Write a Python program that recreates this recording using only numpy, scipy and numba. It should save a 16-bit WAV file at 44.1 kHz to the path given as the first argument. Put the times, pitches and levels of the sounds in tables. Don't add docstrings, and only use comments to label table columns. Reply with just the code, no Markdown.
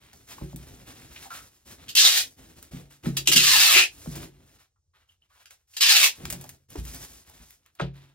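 import sys
import numpy as np
from scipy import signal
from scipy.fft import rfft, irfft, next_fast_len
from scipy.io import wavfile
from scipy.ndimage import uniform_filter1d
from numba import njit

SR = 44100
rng = np.random.default_rng(int(sys.argv[2]) if len(sys.argv) > 2 else 0)


def dump_mix(stems):
    frames = np.atleast_2d(stems).T
    limited = np.clip(frames, -1, 1)
    pcm = np.round(limited * 32767).astype(np.int16)
    wavfile.write(sys.argv[1], SR, pcm)


N = 359062

# (start [s], length [s], level [dB], change over the pull [dB], swell in mid-pull [dB],
#  lows [dB], treble at the start [dB], ring of the roll at the start [dB], box rumble [dB],
#  first strip note [Hz], last strip note [Hz], time the strip takes to lengthen [s])
PULLS = [(1.959, .25, -12.5, -12.5, -0.5, -13.5, -9.5, -20.5, -52.5, 3305, 402.2, .135),
         (3.349, 0.41, -19.5, -2.5, 3, -10, -7, -10.5, -50.5, 1591, 615, .37),
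         (3.736, .092, -21.5, -6, 1.5, -11.5, -11.5, 4.5, -48.5, 560.3, 428, .1),
         (5.803, 0.26, -15.5, -8, 0.5, -14.5, -8.5, -8, -67.5, 1150, 519, .27)]

TOP_HZ = 16000
TIME = np.arange(N) / SR
SIZE = 2 * next_fast_len(N // 2 + SR // 4, True)
FREQ = np.fft.rfftfreq(SIZE, 1 / SR)


def undb(db):
    return 10 ** (np.asarray(db) / 20)


def unit(x):
    return x / np.sqrt(np.mean(x ** 2))


def on_log_axis(points, hz):
    f, value = np.transpose(points)
    return np.interp(np.log(np.maximum(hz, 1)), np.log(f), value)


def colour(x, points):
    cepstrum = irfft(on_log_axis(points, FREQ) * np.log(10) / 20)
    cepstrum[1:SIZE // 2] *= 2
    cepstrum[SIZE // 2:] = 0
    response = np.exp(rfft(cepstrum))
    return irfft(rfft(x, SIZE) * response)[:N]


@njit
def moving_bandpass(x, hz, width):
    y, band, low = np.empty(len(x)), 0., 0.
    for i in range(len(x)):
        g = np.tan(np.pi * hz[i] / SR)
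        damping = width[i] / hz[i]
        v = (band + g * (x[i] - low)) / (1 + g * (g + damping))
        band = 2 * v - band
        low = low + 2 * g * v
        y[i] = damping * v
    return y


def resonate(x, hz, width):
    return moving_bandpass(x, hz * np.ones(len(x)), width * np.ones(len(x)))


def split(x, hz):
    low = signal.sosfiltfilt(signal.butter(3, hz, fs=SR, output="sos"), x)
    return low, x - low


def walk(rate):
    k = max(int(SR / rate), 1)
    held = np.repeat(rng.standard_normal(N // k + 1), k)
    return 2.0 * uniform_filter1d(held, k)[:N]


def snaps(rate, spread_db):
    size = undb(abs(spread_db) * np.clip(rng.standard_normal(N), -2, 2))
    happens = rng.random(N) < rate / SR
    return unit(happens * size * rng.choice([-1, 1], N))


def add(out, s, sound):
    i = int(s * SR)
    out[i:i + len(sound)] += sound[:N - i]


def piece(x, s):
    return x[int(s * SR):][:SR // 5]


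def burst(x, envelope):
    shaped = x * envelope
    return shaped * np.sqrt(np.sum(envelope ** 2) / (np.sum(shaped ** 2) + 1e-18))


def stroke(start, length, change_db, attack_s, release_s, power=1):
    t = np.maximum(TIME - start, 0)
    progress = np.minimum(t / length, 1)
    rise = 1 - np.exp(-t / attack_s)
    fall = np.exp(-np.clip((t - length) / release_s, 0, 20))
    return progress, rise * fall * undb(change_db * progress ** power)


def strip_pitch():
    hz, cut = np.zeros(N), 0
    for start, length, *_, first_hz, last_hz, glide_s in PULLS:
        glide = np.clip((TIME - start) / glide_s, 0, 1)
        hz = np.where(TIME < min(cut, start), hz, first_hz * (last_hz / first_hz) ** glide)
        cut = start + length + .5
    return hz


def pulling():
    attack_s, release_s = .006, .011
    tiring = 1.2
    treble_gain_db, ring_gain_db = 7.5, 3.5
    gains = 0
    for start, length, db, change_db, swell_db, low_db, treble_db, ring_db, box_db, *_ in PULLS:
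        progress, gain = stroke(start, length, change_db, attack_s, release_s, tiring)
        loud = undb(db + swell_db * np.sin(np.pi * progress)) * gain
        lows = loud * undb(low_db)
        treble = loud * undb(treble_db + treble_gain_db * progress)
        ring = loud * undb(ring_db + ring_gain_db * progress)
        gains = gains + np.array([loud, lows, treble, ring, gain * undb(box_db)])
    return gains


def tape():
    # (multiple of the lowest note, level [dB])
    strip_modes = [(1, 7.5), (1.82, 7), (2.7, -2), (3.7, 0), (4.8, 2), (6, -4)]
    # (frequency [Hz], width [Hz], level [dB])
    roll_modes = [(2540, 290, -3), (2760, 53, 6), (2950, 190, 0.5)]
    # (frequency [Hz], level [dB])
    peel_colour = [(120, -46), (200, -29.5), (360, -26), (409, -24), (696, -17.5), (986, -15.5),
                   (1120, -14), (1370, -12), (1740, -6), (2380, -10.5), (2960, 2), (4350, 1.5),
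                   (9400, -9.5), (15100, -7.5), (16000, -23.5)]
    # (time [s], level [dB], length [s], ring of the roll [dB], lows [dB])
    tugs = [(1.881, -47, 0.0075, 3.5, -5.5), (1.89, -33, 0.0063, -11, -12.5),
            (1.951, -19.5, 0.0081, -13, -20), (1.966, -22.5, 0.0093, 1, -24),
            (3.165, -38.5, 0.0053, -1, -3), (3.168, -18, 0.0034, -9, -4.5), (3.256, -44.5, 0.017, 0, -9),
            (3.2722, -13.5, 0.0057, -2, -1), (3.287, -18.5, 0.0029, -4.5, -2.5), (3.315, -15, .012, -5, 1),
            (3.358, -19.5, .012, -7.5, 0.5), (5.456, -45, 0.002, 4, 0), (5.734, -54.5, 0.02, -4.5, -3),
            (5.766, -26, 0.0048, -4.5, -5), (5.807, -19, 0.0046, -14, -10.5),
            (5.817, -21.5, 0.0049, -6, -11)]
    flap_hz, flap_fall_db = 910, 3
    bare_ratio, bare_width = .55, .45
    strip_mute_hz = 1700

    flurries = undb(1.5 * walk(500) + 1.1 * walk(70))
    glue = snaps(rate=8000, spread_db=3.0) * flurries
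    peel = unit(colour(glue, peel_colour))
    strip_hz = strip_pitch()
    sag = (strip_hz / 1000) ** 0.1
    roll = unit(sum(undb(db) * resonate(glue, hz * sag, width) for hz, width, db in roll_modes))

    low, upper = split(peel, hz=1700)
    middle, high = split(upper, hz=7300)
    loud, lows, sizzle, ring, _ = pulling()
    flap = lows * undb(-flap_fall_db * np.log2(strip_hz / flap_hz) ** 2)
    rip = undb(-4.5) * loud * unit(middle)
    rip = rip + undb(-7.5) * flap * unit(low)
    rip = rip + undb(-6) * sizzle * unit(high)
    rip = rip - resonate(rip, bare_ratio * strip_hz, bare_width * strip_hz)

    strip = 0
    for k, db in strip_modes:
        tension = undb(db + 2 * walk(35))
        strip = strip + tension * resonate(rip, np.minimum(k * strip_hz, TOP_HZ), 85 * np.sqrt(k))
    out = rip + strip / (1 + (strip_hz / strip_mute_hz) ** 2) + ring * roll

    for s, db, length, ring_db, low_db in tugs:
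        tug = piece(upper, s) + undb(low_db) * piece(low, s)
        t = TIME[:len(tug)]
        jerk = np.exp(-(t / length) ** 2 / 2) * (1 - np.exp(-t / .0013))
        add(out, s, undb(db) * (burst(tug, jerk) + undb(ring_db) * burst(piece(roll, s), jerk)))
    return out


def thumps():
    # (time [s], level [dB], boom [dB], panel [dB], knock [dB], swell [s])
    pushes = [(0.412, -29.5, -7.5, -4, -12, 0.008), (0.534, -32, -9, -6, -18.5, 0.0068),
              (2.727, -23.5, -23, -12, -30, 0.015), (3.061, -12, -31, -10.5, -25.5, 0.0059),
              (3.17, -37, -10, -20, -10.5, 0.01), (3.276, -32.5, -14.5, -3, 0, 0.012),
              (3.345, -26, -22, 0.5, -9, 0.014), (4.064, -25.5, -17, -5, -21, 0.0087),
              (4.157, -37, -13.5, -8, -7.5, 0.0097), (4.22, -36, -18, -5.5, -10.5, 0.015),
              (6.225, -30.5, -10, -10, -30, 0.012), (6.325, -36, -19.5, 0.5, -15, 0.016),
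              (6.775, -20.5, -6, -15.5, -37, 0.012), (7.39, -48, -2, -10, -28, 0.0094),
              (7.81, -24.5, -9, -2, -19.5, 0.011)]
    # (frequency [Hz], level [dB], time to fade by 60 dB [s])
    box_modes = [(52.3, -4, 0.21), (58.3, 3.5, .36), (83.25, -3, 0.23), (140, -1.5, 0.54),
                 (137.3, -6.5, 0.25), (171.4, 1.5, .26), (212, -12.5, 0.11), (236, -1.5, 0.14),
                 (244, -4, 0.15), (320, 9, 0.1), (373, -3.5, 0.35), (394, -11, 0.3), (450, -7, 0.11),
                 (557, -12, 0.24)]
    out, t = np.zeros(N), TIME[:SR // 2]
    hz, mode_db, t60 = np.transpose(box_modes)[:, :, None]
    for s, db, boom, panel, knock, swell in pushes:
        parts = [(80, boom), (125, panel), (240, panel), (320, knock)]
        weight = undb(mode_db + on_log_axis(parts, hz))
        detune, scatter = rng.standard_normal((2, len(hz), 1))
        cycles = hz * (1 + .015 * detune) * (t - 1.4 * swell) + .18 * scatter
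        modes = weight * np.cos(2 * np.pi * cycles) * np.exp(-np.log(1000) * t / t60)
        rise = 1 - np.exp(-(t / swell) ** 2)
        add(out, s, undb(db + 1.0) * modes.sum(0) * rise)
    return out


def crinkles():
    # (time [s], level [dB], card relative to that [dB], treble relative to that [dB], decay [s])
    buckles = [(0.131, -38.5, -15, -23, 0.0065), (0.5604, -38, -16, -11.5, 0.0089),
               (2.627, -35.5, -36, -12, 0.003), (4.155, -30, -9.5, -19, 0.015),
               (5.507, -37, -29.5, -24, 0.0075), (6.2533, -16.5, -41, -28, 0.0033),
               (6.301, -22, -23, -15.5, 0.0086), (6.325, -24.5, -16.5, -16, 0.0087),
               (6.4115, -36, -15, -12.5, 0.0069), (6.4406, -34, -9, -21, 0.0049),
               (6.4917, -33, -32.5, -16, 0.0084), (6.703, -44, -36.5, -7, 0.0034),
               (6.7575, -38, -19.5, -26, 0.0098), (6.8504, -35.5, -27.5, -14, 0.005),
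               (6.946, -35, -27, -8, 0.0032), (7.2979, -42, -9.5, -10.5, 0.0022),
               (7.5058, -40, -36, -14, 0.0042), (7.6616, -42, -43, -18, 0.0016),
               (7.7514, -53, -18, -13, 0.005)]
    film = [(300, -23.5), (1500, -1.0), (4000, -5.0), (8000, 1.0), (16000, 5)]  # (Hz, dB)
    out = np.zeros(N)
    clicks = snaps(rate=3300, spread_db=2.0)
    body, top = split(colour(clicks, film), hz=6070)
    body, top = unit(body), unit(top)
    card = unit(resonate(resonate(clicks, 800, 790), 800, 790))
    for s, db, card_db, treble_db, decay in buckles:
        t = TIME[:len(piece(body, s))]
        snap = np.exp(-t / decay)
        tick = undb(-9.0) * burst(piece(body, s), snap)
        tick = tick + undb(treble_db + 12) * burst(piece(top, s), snap)
        rattle = undb(card_db - 1) * piece(card, s) * np.exp(-t / 0.013)
        rise = 1 - np.exp(-t / 0.00023)
        add(out, s, undb(db - 2.5) * (tick + rattle) * rise)
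    return out


def pats():
    # (time [s], level [dB], centre [Hz], width of each of two filter passes [Hz], decay [s])
    touches = [(.382, -42, 1060, 348, 0.0089), (.412, -43, 610, 500, 0.008), (.53, -46, 595, 505, 0.0062),
               (1.16, -41.5, 2500, 1800, 0.013), (1.255, -44, 796, 250, 0.013),
               (1.304, -40, 1317, 355, 0.046), (3.039, -41.5, 293, 199, 0.048),
               (3.059, -35, 603, 1230, 0.0067), (3.758, -23, 378, 111, 0.0057),
               (4.059, -38.5, 591, 700, 0.0058), (4.759, -74.5, 1157, 398, 0.012),
               (4.935, -69.5, 1302, 603, 0.062), (5.089, -61.5, 2970, 401, 0.027),
               (5.22, -61, 2954, 298, 0.011), (5.302, -67, 1296, 590, 0.093),
               (6.2, -46.5, 330, 298.4, 0.034), (6.754, -45.5, 916, 1196, 0.019),
               (6.754, -28.5, 328, 201.3, 0.0058), (7.797, -22.5, 1117, 996, 0.0058),
               (7.799, -33, 1470, 303, 0.015), (7.8, -29.5, 458, 405, 0.024), (7.81, -36, 3180, 1960, 0.01)]
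    out, t = np.zeros(N), TIME[:SR // 4]
    for s, db, hz, width, decay in touches:
        contacts = resonate(resonate(rng.standard_normal(len(t)), hz, width), hz, width)
        envelope = np.exp(-t / decay) * (1 - np.exp(-t / 0.00084))
        add(out, s, undb(db) * burst(contacts, envelope))
    return out


def rubbing():
    # (start [s], length [s], rub [dB], change over the stroke [dB],
    #  hiss relative to rub [dB], box rumble relative to rub [dB])
    strokes = [(0.0, .15, -59, -9, -3.5, 1), (0.127, 0.15, -63.5, -8, 4, 9),
               (0.264, 0.057, -55, 7.5, 0.5, -3), (0.314, 0.21, -57.5, -6, 1.5, 5.5),
               (0.557, 0.34, -60, -3.5, 1, 10), (0.845, 0.28, -52, -9, -1, 4.5),
               (1.114, 0.15, -52, -1.5, 0.5, -1.5), (1.297, 0.094, -44, -6, -0.5, -8),
               (1.388, 0.28, -55, -28.5, 3.5, 2.5), (1.647, 0.08, -58.5, 5.5, 2, 4),
               (1.766, 0.16, -57, -5.5, -3.5, 5), (2.189, 0.17, -57, -21, 9, 9),
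               (2.356, 0.18, -62, -1, 0, 8), (2.553, 0.13, -54.5, -14.5, 2, 6),
               (2.709, 0.18, -47, -26.5, -1.5, 11), (2.896, 0.02, -53.5, 1.5, 1, -0.5),
               (2.96, .06, -71.5, -4, 0, 8), (3.024, 0.046, -50.5, 8.5, -2, 4.5),
               (3.097, 0.2, -56.5, -13.5, 0.5, 11.5), (3.871, 0.26, -68.5, 15.5, 5, 6),
               (4.049, 0.19, -55.5, 5.5, 0, 7), (4.26, 0.19, -70, -1, -2.5, 11.5),
               (4.42, 0.14, -68, 0, 0.5, 5.5), (4.577, 0.032, -59.5, 0.5, -3, -9.5),
               (4.933, 0.089, -71, 2.5, -8.5, -11.5), (5.073, 0.049, -71, -3.5, 1, -7),
               (5.201, 0.056, -77, -4, -3, -2), (5.285, 0.14, -70.5, 6.5, -2.5, -18),
               (5.498, 0.012, -54, -0.5, 2.5, -28), (5.54, .07, -70.5, -9.5, 1, -8),
               (5.669, 0.15, -78, 9, 11, -19), (6.11, 0.13, -58, -4.5, 1.5, -6),
               (6.174, 0.18, -54, -1, -1, 8.5), (6.362, 0.18, -57, -8, 2.5, 9.5),
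               (6.522, 0.11, -71, -11.5, 2, 7), (6.683, 0.12, -60.5, 4, 2, 8),
               (6.821, 0.23, -55.5, 1.5, 5.5, 4.5), (7.036, 0.18, -58.5, -6.5, 6, 4.5),
               (7.239, .2, -62, 0, 1, 1), (7.439, 0.11, -61.5, -10, 6.5, -6),
               (7.539, 0.21, -81, -4.5, 1, 4.5), (7.65, .015, -62.5, 0.5, -9.5, -12),
               (7.747, .015, -65.5, 3.5, -9.5, -9), (7.787, 0.093, -36.5, -25, -30, -7),
               (7.931, 0.19, -58, -13, -9, 1)]
    # (frequency [Hz], level [dB])
    rumble_colour = [(18, -31.5), (30, -14.5), (54, 2), (126, -2.5), (199, -8.5), (240, -6.5), (502, -17),
                     (687, -19.5), (900, -26.5), (1170, -50.5), (1980, -120)]
    rub_colour = [(300, -11), (600, -0.5), (1300, 3), (2300, 1.5), (4000, -0.5), (8000, -27.5)]
    hiss_colour = [(1500, -21), (3500, -4.5), (5500, 2), (8000, -2.5), (11000, -1), (16000, -4)]
    attack_s, release_s = 0.022, 0.025
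    catches_per_s, catch_db = 70, -7

    grip = undb(1.0 * walk(45))
    rub, hiss, rumble = np.zeros(N), np.zeros(N), pulling()[-1]
    for start, length, db, change_db, hiss_db, rumble_db in strokes:
        _, shape = stroke(start, length, change_db, attack_s, release_s)
        gain = undb(db) * shape
        rub = np.maximum(rub, gain)
        hiss = np.maximum(hiss, gain * undb(hiss_db))
        rumble = np.maximum(rumble, gain * undb(rumble_db))
    fibres = snaps(rate=4000, spread_db=2.5)
    friction = snaps(rate=4600, spread_db=4.5)
    friction = friction + undb(catch_db) * snaps(rate=catches_per_s, spread_db=3.5)
    box = rumble * unit(colour(rng.standard_normal(N), rumble_colour))
    skin = rub * unit(colour(friction, rub_colour))
    sleeves = hiss * unit(colour(fibres, hiss_colour))
    return grip * (box + skin + sleeves)


def still_air():
    # (frequency [Hz], level [dB])
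    air_colour = [(15, -36.5), (25, -0.5), (82, 12.5), (270, -24.5), (463, -17.5), (734, -27.5), (796, -26),
                  (1230, -31.5), (1840, -35.5), (2550, -36), (5880, -23.5), (10700, -36), (16000, -44.5)]
    return undb(-75.5) * unit(colour(rng.standard_normal(N), air_colour))


def echoes(wet_db):
    # (frequency [Hz], time to fade by 60 dB [s])
    fade_times = [(250, 0.29), (1000, 0.076), (3000, 0.15), (12000, 0.12)]
    t, tail = TIME[:SR // 2], 0
    edges = np.geomspace(250, 20000, 8)
    for lo, hi in zip(edges, edges[1:]):
        bandpass = signal.butter(3, [lo, hi], "band", fs=SR, output="sos")
        band = signal.sosfilt(bandpass, rng.standard_normal(len(t)))
        t60 = on_log_axis(fade_times, np.sqrt(lo * hi))
        tail = tail + band * np.exp(-np.log(1000) * t / t60)
    tail = tail * (1 - np.exp(-t / 0.0048))
    return undb(wet_db) * tail / np.sqrt(np.sum(tail ** 2))


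def reflect(x, wet_db):
    turn, sway = 2 * np.pi * 5 * TIME, 2 * np.pi * 3.1 * TIME
    shares = (np.cos(turn) * np.cos(sway), np.sin(turn) * np.cos(sway),
              np.cos(turn) * np.sin(sway), np.sin(turn) * np.sin(sway))
    return x + sum(signal.oaconvolve(x * share, echoes(wet_db))[:N] for share in shares)


def garage(x, wet_db):
    # (frequency [Hz], side relative to mid [dB])
    side_levels = [(60, -14), (170, -14.5), (350, -7), (700, -1), (1500, -3), (2800, -1.5), (5000, -0.5),
                   (8000, 8), (9500, 1.5), (11500, -3), (14000, -39)]
    mid, side = reflect(x, wet_db), reflect(x, wet_db)
    side = irfft(rfft(side, SIZE) * 1j * undb(on_log_axis(side_levels, FREQ)))[:N]
    return np.array([mid + side, mid - side]) / np.hypot(1, undb(wet_db))


def scene():
    rips = garage(tape(), wet_db=1)
    handling = thumps() + crinkles() + pats() + rubbing()
    return rips + garage(handling + still_air(), wet_db=-7.5)


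def record(dry):
    held = np.clip(dry, -.85, .85)
    thin = signal.sosfilt(signal.butter(2, 32, "high", fs=SR, output="sos"), held)
    return signal.sosfiltfilt(signal.ellip(8, .1, 60, TOP_HZ, fs=SR, output="sos"), thin)


dry = scene()
out = record(dry)
dump_mix(out)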